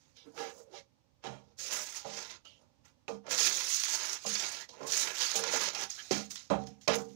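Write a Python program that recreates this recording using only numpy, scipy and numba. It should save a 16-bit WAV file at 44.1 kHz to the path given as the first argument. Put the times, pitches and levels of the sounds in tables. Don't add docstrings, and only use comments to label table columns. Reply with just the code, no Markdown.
import sys
import numpy as np
from scipy import signal
from scipy.fft import rfft, irfft
from scipy.io import wavfile
from numba import njit

SR = 44100
rng = np.random.default_rng(int(sys.argv[2]) if len(sys.argv) > 2 else 0)


def pcm_store(signal):
    levels = np.round(np.clip(np.atleast_2d(signal), -1, 1) * 32767)
    wavfile.write(sys.argv[1], SR, levels.astype(np.int16).T)


N = 315315

# start in seconds, boom in dB, then thud, ring and tick in
# dB above the boom, rattle length in seconds, thump in dB above the boom, boom and thud pitch in Hz.
KNOCKS = [(1.239, -36.5, -12.5, -4.5, -9, 0.12, -11, 740, 195),
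          (2.046, -38, -12, -27, -27, 0.057, -17, 760, 235), (3.08, -37, -11, -8.5, -5, 0.07, -7, 450, 273),
          (4.244, -44, -19, -3, -29, 0.041, -5, 750, 196),
          (4.805, -38.5, -13.5, -22, -12, 0.12, 0, 450, 297),
          (5.341, -36.5, -34, -6, -4, 0.08, -22, 440, 232), (5.536, -32, -36, 1, 7.5, 0.011, 9, 513, 323),
          (6.1098, -30.5, -3, 4, 8.5, 0.085, 17, 390, 283),
          (6.501, -21.5, -5.5, -12.5, -18.5, 0.066, -6, 584, 189),
          (6.876, -21, -14, -2, -11, 0.054, 3, 580, 285)]
# start in seconds, level in dB, ring in dB above that.
TOOTH_TICKS = [(0.169, -51, -23), (0.378, -45, 15), (1.5938, -52, -26), (1.709, -24, -7), (2.453, -43, -11),
               (2.8496, -68, -8), (3.083, -56, 27.5), (3.2656, -46.5, 10), (3.3098, -21, -2),
               (3.38, -24, -11), (3.414, -21, -26), (3.449, -20, -25), (3.526, -24, -25), (3.608, -20, -12),
               (3.6705, -27, -25), (3.703, -30, -27), (3.717, -30, -27), (3.746, -37, -33),
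               (3.751, -40, -23), (3.82, -37, -25), (3.836, -18, -13), (3.853, -21, -25), (3.897, -31, -25),
               (4.13, -25, -25), (4.266, -32, -29), (4.3344, -46, -27), (4.354, -21, -3.5),
               (4.401, -28, -25), (4.6927, -38, -23), (4.83, -39, 2), (4.905, -31, -23), (4.922, -25, -24),
               (4.935, -21, -25), (4.978, -33, -25), (5.183, -28, -20), (5.208, -24, -3), (5.244, -36, -27),
               (5.278, -35, -23), (5.31, -26, -25), (5.316, -24, -25), (5.438, -20.5, 1.5),
               (5.533, -27, -25), (5.611, -26, -25), (5.634, -22, -25), (5.7489, -22, -19), (5.9, -42, -35),
               (6.178, -34, -25), (6.209, -35, -25), (6.304, -43, -28), (6.312, -35, -30),
               (6.357, -29, -44), (6.637, -45, -5), (6.6704, -37, -13), (6.8114, -45, -12),
               (6.8795, -19, -2.5), (6.9547, -36, -20), (7.0044, -49, -8), (7.1043, -68, -41)]


def from_db(db):
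    return 10 ** (np.asarray(db) / 20)


def rms_one(x):
    return x / np.sqrt(np.mean(x ** 2) + 1e-20)


def cut(x, hz, kind, order):
    return signal.sosfilt(signal.butter(order, hz, kind, fs=SR, output="sos"), x)


def band(x, low_hz, high_hz):
    return cut(x, [low_hz, high_hz], "band", 2)


def colour(x, spectrum):
    hz, level_db = np.transpose(spectrum)
    size = 2 ** 13
    grid = np.maximum(np.arange(size // 2 + 1), 1) * SR / size
    curve_db = np.interp(np.log(grid), np.log(hz), level_db)
    cepstrum = irfft(np.log(from_db(curve_db)))
    cepstrum[1:size // 2] *= 2
    cepstrum[size // 2 + 1:] = 0
    response = irfft(np.exp(rfft(cepstrum)))
    return signal.fftconvolve(x, response / np.sqrt(np.sum(response ** 2)))[:N]


def ring(force, hz, t60):
    r, w = from_db(-60 / (max(t60, .01) * SR)), 2 * np.pi * hz / SR
    return signal.lfilter([0, np.sin(w)], [1, -2 * r * np.cos(w), r * r], force + 1e-18)


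@njit
def sweep(x, hz, width_hz):
    y, r = np.zeros(len(x)), np.exp(-np.pi * width_hz / SR)
    for i in range(2, len(x)):
        feedback = 2 * r * np.cos(2 * np.pi * hz[i] / SR) * y[i - 1] - r * r * y[i - 2]
        y[i] = (1 - r * r) / 2 * (x[i] - x[i - 2]) + feedback
    return y


def drift(hz):
    r = np.exp(-2 * np.pi * hz / SR)
    return rms_one(signal.lfilter([1], [1, -2 * r, r * r], rng.standard_normal(N + SR))[SR:])


def grains(per_s, spread_db):
    sizes = from_db(spread_db * np.minimum(rng.exponential(1, N), 4)) * rng.choice([-1, 1], N)
    return rms_one(sizes * (rng.random(N) < per_s / SR))


def flicker(x, low_hz, depth_db, bands):
    edges = low_hz * 2 ** (np.arange(bands + 1) / 4)
    return x + sum(band(x, low, high) * (from_db(depth_db * drift(21.5)) - 1)
                   for low, high in zip(edges, edges[1:]))


def room_tone():
    # frequency in Hz, level in dB.
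    spectrum = [(18, -49), (30, 8), (127, 4.5), (199, -4), (258, 2.5), (403, -14.5), (538, -2.5),
                (614, -9.5), (718, -19), (777, -8.5), (841, -7), (1500, -22.5), (6020, -20.5), (8250, -32),
                (15900, -49)]
    return from_db(-72.5) * colour(rng.standard_normal(N), spectrum) * from_db(0.69 * drift(0.86))


def covered_hiss():
    # frequency in Hz, level in dB.
    spectrum = [(20, -30), (45, -0.5), (70, -1.5), (130, -1.5), (250, -7), (500, -10.5), (1000, -15),
                (3000, -17.5), (6200, -19.5), (8000, -31), (10500, -31), (13600, -27.5), (15000, -22.5),
                (16000, -25)]
    return from_db(-80) * colour(rng.standard_normal(N), spectrum)


def tooth_friction():
    smooth_share = .8
    catches = grains(per_s=2500 * from_db(1.5 * drift(40)), spread_db=3.5)
    pitches_hz = 1500 * 2 ** rng.uniform(0, 2.93, N)
    tooth = np.cumsum(rng.random(N) < 150 / SR)
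    singing = rms_one(sweep(catches, pitches_hz[tooth], width_hz=880))
    slide = np.sqrt(smooth_share) * rng.standard_normal(N)
    friction = slide + np.sqrt(1 - smooth_share) * catches + from_db(-13.5) * singing
    return friction * from_db(1.1 * drift(60))


def blade_strokes():
    # time of full bite, rise and hold in seconds, grit in dB, sag over
    # the hold in dB, then plate ring, counter boom and sheen in dB above the grit, squelch pitch and
    # rubbing pitch in Hz.
    pushes = [ (0.005, 0.012, 0.2, -73, 7, -2.5, -25.5, 4, 4800, 396),
              (0.17, 0.015, 0.042, -61, 18, -20, -6, -38, 3470, 473),
              (0.308, 0.12, 0.06, -78.5, -8.5, -10, 20.5, 12, 4500, 300),
              (0.389, 0.028, 0.12, -56, 5, 7, -13, 9.5, 3500, 575),
              (0.565, 0.12, 0.047, -72, -1, -10, 17, 19, 5340, 516),
              (0.66, 0.035, 0.1, -88, -12, -17, 8, -2, 4880, 507),
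              (0.74, 0.027, 0.051, -59, -5.5, -20, 1.5, -15, 4030, 530),
              (1.252, 0.021, 0.018, -57, -5.5, 6.5, 4, -20, 4170, 455),
              (1.45, 0.2, 0.074, -78.5, -3, -18, 11.5, -10, 5700, 455),
              (1.595, 0.0097, 0.084, -43, 0, -11.5, -10, 7.5, 4950, 542),
              (1.726, 0.038, 0.11, -38.5, 7.5, 1, -7, 11.5, 4850, 590),
              (1.867, 0.029, 0.035, -49, 0, 0, -33, 13.5, 5170, 810),
              (1.969, 0.056, 0.066, -43, 16.5, -3.5, -28, 7.5, 4960, 780),
              (2.094, 0.083, 0.097, -48, -5, -3, -3.5, -3, 5350, 534),
              (2.216, 0.041, 0.1, -47.5, 9, 3, -24, 4.5, 3970, 582),
              (2.307, 0.018, 0.056, -49, 7.5, -1, -17, -49, 3480, 664),
              (2.452, 0.0043, 0.15, -59.5, 16.5, -23, 0, -19, 2970, 583),
              (2.616, 0.038, 0.057, -76.5, 12, -15, 17, 5, 3010, 587),
              (2.852, 0.0079, 0.05, -69, 9, 8.5, -19, 10.5, 3230, 640),
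              (3.267, 0.024, 0.016, -72, -5.5, 7, 29.5, -3, 4960, 544),
              (3.267, 0.003, 0.02, -53.5, 1, 4, -12, -3, 5100, 534),
              (3.32, 0.024, 0.029, -36.5, -3, -1, -5.5, 7, 4820, 522),
              (3.38, 0.012, 0.09, -31, -3, -8.5, -16.5, 5, 4710, 530),
              (3.499, 0.043, 0.19, -36, 5, -5, -14.5, 8, 4480, 557),
              (3.703, 0.015, 0.18, -33.5, 5, -24, -53, 8.5, 5260, 680),
              (3.884, 0.0255, 0.071, -39, -6, -5.5, -46, 4.5, 4450, 690),
              (4.019, 0.11, 0.14, -38.5, 3, -1, -24, 5, 4700, 660),
              (4.248, 0.098, .02, -49, 7, -7, -19, 4, 4750, 600),
              (4.264, 0.004, 0.14, -35.5, 1, -14, -17, 2.5, 4760, 545),
              (4.426, 0.09, 0.062, -39.5, 1.5, -1, -9, 1, 4730, 768),
              (4.528, 0.067, 0.1, -42, 8, -1, -15, 4.5, 5000, 684),
              (4.691, 0.0042, 0.068, -53.5, 8, -25, 3.5, -7, 4280, 490),
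              (4.858, 0.12, 0.017, -60.5, 18, 8, 17.5, 5, 4530, 545),
              (4.951, 0.084, 0.09, -33.5, 1, -7, -17, 9, 5730, 550),
              (5.077, 0.052, 0.1, -43.5, 14.5, 7.5, -4, 12.5, 4080, 700),
              (5.153, .02, 0.028, -42.5, -3.5, -3, -20, 8, 2300, 770),
              (5.188, 0.0059, 0.019, -36, -1, -11, -19, 2, 4500, 770),
              (5.204, 0.0032, 0.15, -31, 8, -6, -28, 2.5, 4100, 510),
              (5.363, 0.011, 0.043, -35, 10, -17, -25, 11.5, 6030, 480),
              (5.389, 0.017, 0.11, -44, -5.5, 2.5, 0.5, -11, 4900, 487),
              (5.509, 0.12, 0.056, -43, -9, 4.5, -16, 7.5, 3940, 543),
              (5.61, 0.037, 0.078, -34, 2, 0.5, -8, 0.5, 4500, 576),
              (5.75, 0.036, 0.088, -44.5, -5.5, 2, -1.5, 3.5, 3860, 785),
              (5.899, 0.0051, 0.11, -46, 11, -38, -32, 1, 5570, 705),
              (5.963, 0.013, 0.3, -52.5, 2.5, -11, -9.5, 3, 3600, 757),
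              (6.3084, 0.004, 0.048, -45.5, 15, -7, -9, 13.5, 5440, 352),
              (6.358, .002, 0.15, -44, 25, -15, -41, 0, 4530, 550),
              (6.623, 0.035, 0.074, -59, 22, -25, 15.5, -1, 4500, 534),
              (6.666, 0.0045, 0.14, -60, 24, -2, -2, 3, 3500, 487),
              (6.815, 0.0018, 0.052, -57.5, 7, -25, -14, 5.5, 5130, 333),
              (6.943, 0.029, 0.017, -37, 18, 9, -1, -11, 2740, 457),
              (6.96, 0.024, 0.016, -52, 19, -20, 17, 26.5, 2900, 466),
              (6.998, 0.062, 0.061, -55.5, 19, -22, 21.5, 15, 4770, 443),
              (7.1, 0.097, 0.082, -66, 5, -7, 3, 7, 5200, 390)]
    touch_s, release_db_per_s = .015, 456
    t, power, pitch = np.arange(N) / SR, np.zeros((4, N)), np.zeros((2, N))
    for s, rise_s, hold_s, grit_db, sag_db, ring_db, boom_db, sheen_db, squelch_hz, rub_hz in pushes:
        rise_s = max(rise_s, .002)
        span = slice(max(round((s - rise_s - touch_s) * SR), 0), round((s + hold_s + .2) * SR))
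        push_db = np.interp(t[span] - s, [-rise_s - touch_s, -rise_s, 0, hold_s, hold_s + 1],
                            [-34.5, -11.5, 0, -sag_db, -sag_db - release_db_per_s])
        layer_db = grit_db + np.array([[0], [ring_db], [boom_db], [sheen_db]])
        power[:, span] += from_db(layer_db + push_db) ** 2
        pitch[:, max(round((s - rise_s / 2) * SR), 0):] = [[squelch_hz], [rub_hz]]
    wander_octaves = np.array([0.23 * drift(4.6), .06 * drift(9.2)])
    return np.sqrt(power), pitch * 2 ** wander_octaves


def squelch(hz):
    return rms_one(sweep(grains(per_s=440, spread_db=1.8), hz, width_hz=350))


def scrape(grit, sheen, crackle):
    # frequency in Hz, level in dB.
    spectrum = [(530, -33), (900, -16.5), (1040, -9.5), (1340, -11), (2330, -6.5), (2850, -7), (3180, -4),
                (3460, -4), (6540, 0.5), (8210, -18), (13600, -26), (15000, -25.5), (15900, -6.5)]
    crossover_hz = 7390
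    lower = flicker(cut(grit, crossover_hz, "low", 4), low_hz=1522, depth_db=2.5, bands=9)
    shimmer = sheen * from_db(2.15 * drift(33.3))
    upper = flicker(cut(shimmer, crossover_hz, "high", 4), low_hz=7200, depth_db=3, bands=4)
    edge = from_db(-11) * blows(6000) * crackle + tooth_snaps()
    return colour(lower + upper + edge, spectrum)


def plate(rub_ring, rub_boom):
    # pitch in Hz, level in dB, time to die by 60 dB in seconds.
    modes = [(75.1, -17, 0.53), (107, -11, 0.17), (140, -18.5, 0.041), (169.6, -8, 0.13),
             (205.1, 2.5, 0.24), (276, -2.5, 0.17), (308, -1, 0.049), (390, -11.5, 0.06),
             (462, -2.5, 0.084), (566.4, 4, 0.059), (669, -1.5, 0.055), (703, -5, 0.0068), (780, -5, 0.11),
             (855, -14.5, 0.039), (950, -3, 0.0093), (1050, -4.5, 0.036), (1136, -2.5, 0.013),
             (1261, -9.5, 0.094), (1415, -9, 0.18), (1746, 2.5, 0.0054), (2010, -7, 0.01),
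             (2127, -8, 0.058), (2345, -4, 0.048), (2640, -1.5, 0.021), (2950, -6, 0.04), (3204, 4, 0.019),
             (3600, -5.5, 0.015), (3960, 7.5, 0.01), (4500, 1, 0.028), (5340, 7, 0.011), (6200, 3, 0.011)]
    pressed_share = 0.68
    rubs = [from_db(-42.5) * rub_boom, from_db(-46) * rub_boom, from_db(-35.5) * rub_ring]
    rubs = band(rubs, 297, 3560)
    out, rattle = np.zeros(N), grains(per_s=1100, spread_db=3.3)
    for hz, level_db, t60 in modes:
        register = np.searchsorted([330, 1000], hz)
        struck = from_db([-36, -40, -43][register]) * blows(hz) * np.roll(rattle, rng.integers(N))
        struck += (register == 2) * clacks()
        out += from_db(level_db) * ring(struck, hz, t60)
        out += from_db(level_db) * ring(rubs[register], hz, t60 * pressed_share)
    return out


def damped_plate(rub_ring, rub_boom, crackle):
    bright = from_db(-2.5) * rub_ring + from_db(-8) * blows(2000) * crackle
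    hollow = from_db(-1.5) * rub_boom + from_db(0.5) * blows(460) * crackle
    return band(bright, 780, 3050) + band(hollow, 370, 1147)


def dry_rubs():
    # start and length in seconds, attack as a share of the length, level in dB,
    # favoured pitch in Hz, fall-off around it in dB per octave.
    rubs = [(0.157, 0.12, 0.097, -55, 3600, 14.5), (0.247, .075, 0.27, -44.5, 290, 22),
            (0.358, 0.17, 0.23, -41, 800, 4), (0.373, 0.16, 0.4, -52.5, 455, 30),
            (0.479, 0.22, 0.098, -51, 563, 53), (0.641, 0.19, 0.66, -48, 545, 46),
            (0.718, 0.054, 0.24, -46.5, 770, 40), (0.721, 0.1, 0.35, -53, 2540, 4),
            (2.446, 0.16, 0.023, -49.5, 2950, 53), (2.448, 0.043, 0.051, -54.5, 1300, 40),
            (4.77, .16, 0.44, -44, 497, 26), (5.206, 0.047, 0.18, -29.5, 3680, 18),
            (5.78, .09, 0.32, -50, 780, 35), (5.901, 0.04, .25, -41.5, 4900, 30),
            (5.974, 0.053, 0.21, -39, 1700, 32), (5.979, 0.047, 0.25, -40, 3160, 31),
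            (6.36, .06, 0.083, -45, 4150, 30), (6.887, 0.09, 0.062, -36, 2300, 6.5)]
    # centre and width in Hz, level in dB.
    glaze_bands = [(243, 40, -9.5), (290, 50, -13), (455, 13, -1), (550, 19, -8.5), (770, 20, -11.5),
                   (800, 12, -7), (947, 26, -14), (1180, 21, -9.5), (1300, 54, -12), (1674, 120, -10.5),
                   (2064, 22, -16.5), (2300, 22, -11.5), (2700, 45, -15.5), (2900, 64, -10.5),
                   (3160, 77, -9.5), (3530, 41, -12.5), (3840, 63, -10.5), (4110, 46, -10.5),
                   (4500, 45, -12.5), (4900, 31, -5.5), (5260, 40, -8), (5730, 70, -7), (5910, 35, -7),
                   (6100, 32, -16), (6960, 51, -12)]
    out = np.zeros(N)
    for hz, width_hz, band_db in glaze_bands:
        force = np.zeros(N + SR)
        for s, length_s, attack, level_db, favoured_hz, fall_db in rubs:
            progress = np.linspace(0, 1, round(length_s * SR))
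            swell = np.interp(progress, [0, attack, 1], [0, 1, 0])
            gain = from_db(level_db + band_db - abs(fall_db * np.log2(hz / favoured_hz)))
            force[round(s * SR):][:len(swell)] += gain * swell * rng.standard_normal(len(swell))
        out += sweep(force[:N], np.full(N, float(hz)), width_hz) * np.sqrt(SR / width_hz / np.pi)
    return out


def tooth_snaps():
    out = np.zeros(N)
    for s, tick_db, _ in TOOTH_TICKS:
        out[round(s * SR)] = from_db(tick_db + 4)
    return cut(out, 3500, "high", 2)


def blows(hz):
    hit_s, tooth_s, fall_db_per_octave = 0.013, .004, 3.5
    strength, age = np.zeros(N + SR), np.arange(SR // 4) / SR
    hit = from_db(-0.5) * np.exp(-age / hit_s)
    register = np.searchsorted([330, 1000, 4000], hz)
    rise_s = 0.0029 if register == 0 else 0.0049
    rise = 1 - np.exp(-age / rise_s)
    for s, boom_db, thud_db, ring_db, tick_db, rattle_s, _, boom_hz, thud_hz in KNOCKS:
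        octaves_off = abs(np.log2(hz / [thud_hz, boom_hz, hz, hz][register]))
        level_db = boom_db + [thud_db, 0, ring_db, tick_db][register] - fall_db_per_octave * octaves_off
        rattle = rise * np.exp(-(age / rattle_s) ** 2)
        strength[round(s * SR):][:len(age)] += from_db(level_db) * (hit + rattle)
    if register >= 2:
        for s, tick_db, ring_db in TOOTH_TICKS:
            level_db = tick_db + (ring_db + 0.5 if register == 2 else 5)
            strength[round(s * SR):][:len(age)] += from_db(level_db) * np.exp(-age / tooth_s)
    return strength[:N]


def squeaks():
    # start and length in seconds, level in dB, first and last pitch in Hz.
    slips = [(0.248, .06, -56, 259, 298), (0.57, 0.074, -57, 440, 540), (0.64, .07, -62, 583, 480),
             (0.698, 0.066, -55.5, 390, 394), (0.76, 0.061, -59, 2150, 2100),
             (4.577, 0.081, -50.5, 1740, 1940), (4.723, 0.044, -57, 1050, 900),
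             (4.788, 0.13, -51.5, 963, 1160)]
    out, friction = np.zeros(N), rng.standard_normal(N)
    for s, length_s, level_db, from_hz, to_hz in slips:
        progress = np.linspace(0, 1, round(length_s * SR))
        span = slice(round(s * SR), round(s * SR) + len(progress))
        tone = sweep(friction[span], from_hz + (to_hz - from_hz) * progress, width_hz=.04 * from_hz)
        out[span] += from_db(level_db - 3) * np.sin(np.pi * progress) * rms_one(tone)
    return out


def clacks():
    out = np.zeros(N)
    for s, boom_db, _, ring_db, *_ in KNOCKS:
        out[round(s * SR)] = from_db(boom_db + ring_db - 16) * rng.standard_normal()
    return out


def thumps():
    swell_s = 0.0014
    out, age = np.zeros(N + SR), np.arange(SR // 10) / SR
    swell = age / swell_s * np.exp(1 - age / swell_s)
    for s, boom_db, *_, thump_db, boom_hz, _ in KNOCKS:
        thump = swell * np.sin(2 * np.pi * boom_hz * age)
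        out[round(s * SR):][:len(age)] += from_db(boom_db + thump_db - 6) * thump
    return band(out[:N], 220, 2800)


def after_ring():
    # pitch in Hz, time to die by 60 dB and swell time in seconds.
    notes = [(130.6, 0.52, 0.041), (202.95, 0.44, 0.028), (239.4, 0.26, 0.011), (266, 0.56, 0.0078),
             (456, 0.37, 0.0072), (545, 0.19, 0.008), (571, 0.25, 0.0097), (600, 0.2, 0.0022),
             (660, 0.18, 0.0035), (763, 0.34, 0.0019), (794, 0.27, 0.0019), (860, 0.072, 0.0017),
             (1064, 0.071, 0.004), (1205, 0.23, 0.0041)]
    # start in seconds, factor on the
    # ringing time, then the level of each note in dB.
    strikes = [(1.243, 0.81, -47, -49, -54, -55, -60, -68, -57, -53, -60, -47, -41.5, -71, -70, -54),
               (2.05, 1.4, -72, -55, -54.5, -73, -53, -51.5, -54, -54, -66, -56, -48, -67, -68, -59),
               (3.082, 0.79, -65, -42.5, -59, -56, -41, -61, -48.5, -56, -53, -48, -59, -37, -56, -49),
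               (4.245, 0.79, -69, -40.5, -64, -56, -47, -64, -41.5, -58, -49, -49, -50, -43, -40, -52),
               (4.81, 0.36, -46, -56, -58, -51, -49, -56, -40, -63, -54, -68, -69, -58, -56, -63),
               (5.348, 1.15, -62.5, -47.5, -58, -57, -40, -62, -60, -61, -58, -51, -41, -61, -56, -47),
               (5.54, 0.34, -66, -70, -62, -49, -35, -48, -50, -44, -48, -52, -46, -54, -57, -47),
               (6.11, 1.03, -61, -40.5, -38, -49, -46, -41, -52, -60, -58, -39, -66, -64, -60, -57),
               (6.503, 1.2, -48, -35, -44, -46, -40, -36, -34, -35, -47, -35, -46, -44, -53, -50),
               (6.88, 1.27, -55, -35, -52, -43, -32.5, -40, -48, -36, -44, -38, -44, -51, -42, -43)]
    waver_db, waver_turns, fade_bend = 3, .12, 1.166
    out, age = np.zeros(N + SR), np.arange(SR // 2) / SR
    for k, (hz, t60, swell_s) in enumerate(notes):
        note, phase_drift = np.zeros(N + SR), np.pad(waver_turns * drift(14), (0, SR))
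        swell = 1 - np.exp(-(age / swell_s) ** 2)
        for s, stretch, *levels_db in strikes:
            span = slice(round(s * SR), round(s * SR) + len(age))
            fade = from_db(levels_db[k] - 60 * (age / (t60 * stretch)) ** fade_bend)
            turns = hz * age + rng.random() + phase_drift[span]
            note[span] += swell * fade * np.sin(2 * np.pi * turns)
        out[:N] += note[:N] * from_db(waver_db * drift(23.6))
    return out[:N]


def pitched_cracks():
    # start in seconds, level in dB, pitch in Hz.
    cracks = [(3.0811, -33.5, 2570), (3.081, -47, 5130), (3.745, -21.5, 5900), (4.267, -29, 5300),
              (4.351, -28, 5430), (4.922, -21.5, 5900), (5.903, -28.5, 6560), (6.1094, -30, 4500),
              (6.356, -40, 5580), (6.521, -21, 634), (6.879, -25.5, 2350), (6.88, -25, 4620),
              (6.885, -21, 650)]
    out, click = np.zeros(N + SR), signal.unit_impulse(SR // 10)
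    for s, level_db, hz in cracks:
        out[round(s * SR):][:len(click)] += from_db(level_db) * ring(click, hz, t60=0.018)
    return out[:N]


def kitchen(x):
    t60_s, onset_s, wall_cut_hz = 0.14, 0.0019, 2400
    age = np.arange(SR // 2) / SR
    pole = np.exp(-2 * np.pi * wall_cut_hz / SR)
    tail = signal.lfilter([1], [1, -pole], rng.standard_normal(len(age)))
    tail *= from_db(-60 * age / t60_s) * np.minimum(age / onset_s, 1)
    return signal.fftconvolve(x, tail / np.sqrt(np.sum(tail ** 2)))[:N]


def scene():
    gains, (squelch_hz, rub_hz) = blade_strokes()
    grit, rub_ring, rub_boom, sheen = gains * tooth_friction()
    pulp = from_db(-11) * gains[0] * squelch(squelch_hz)
    rub_tone = from_db(16) * sweep(rub_boom, rub_hz, width_hz=19.8)
    body = plate(rub_ring, rub_boom)
    crackle = grains(per_s=4500, spread_db=0.27)
    near = from_db(-3) * scrape(grit, sheen, crackle) + pulp + rub_tone
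    near += body + damped_plate(rub_ring, rub_boom, crackle)
    near += pitched_cracks() + squeaks() + after_ring() + dry_rubs() + thumps()
    right = from_db(5.5) * (near + room_tone() + from_db(-14) * kitchen(near))
    muffled = cut(kitchen(body + after_ring()), 900, "low", 2)
    left = from_db(-42) * muffled + covered_hiss()
    return np.array([left, right])


def record(dry):
    thin = cut(dry, 62, "high", 4)
    return signal.sosfilt(signal.cheby2(20, 80, 16100, fs=SR, output="sos"), thin)


dry = scene()
out = record(dry)
pcm_store(out)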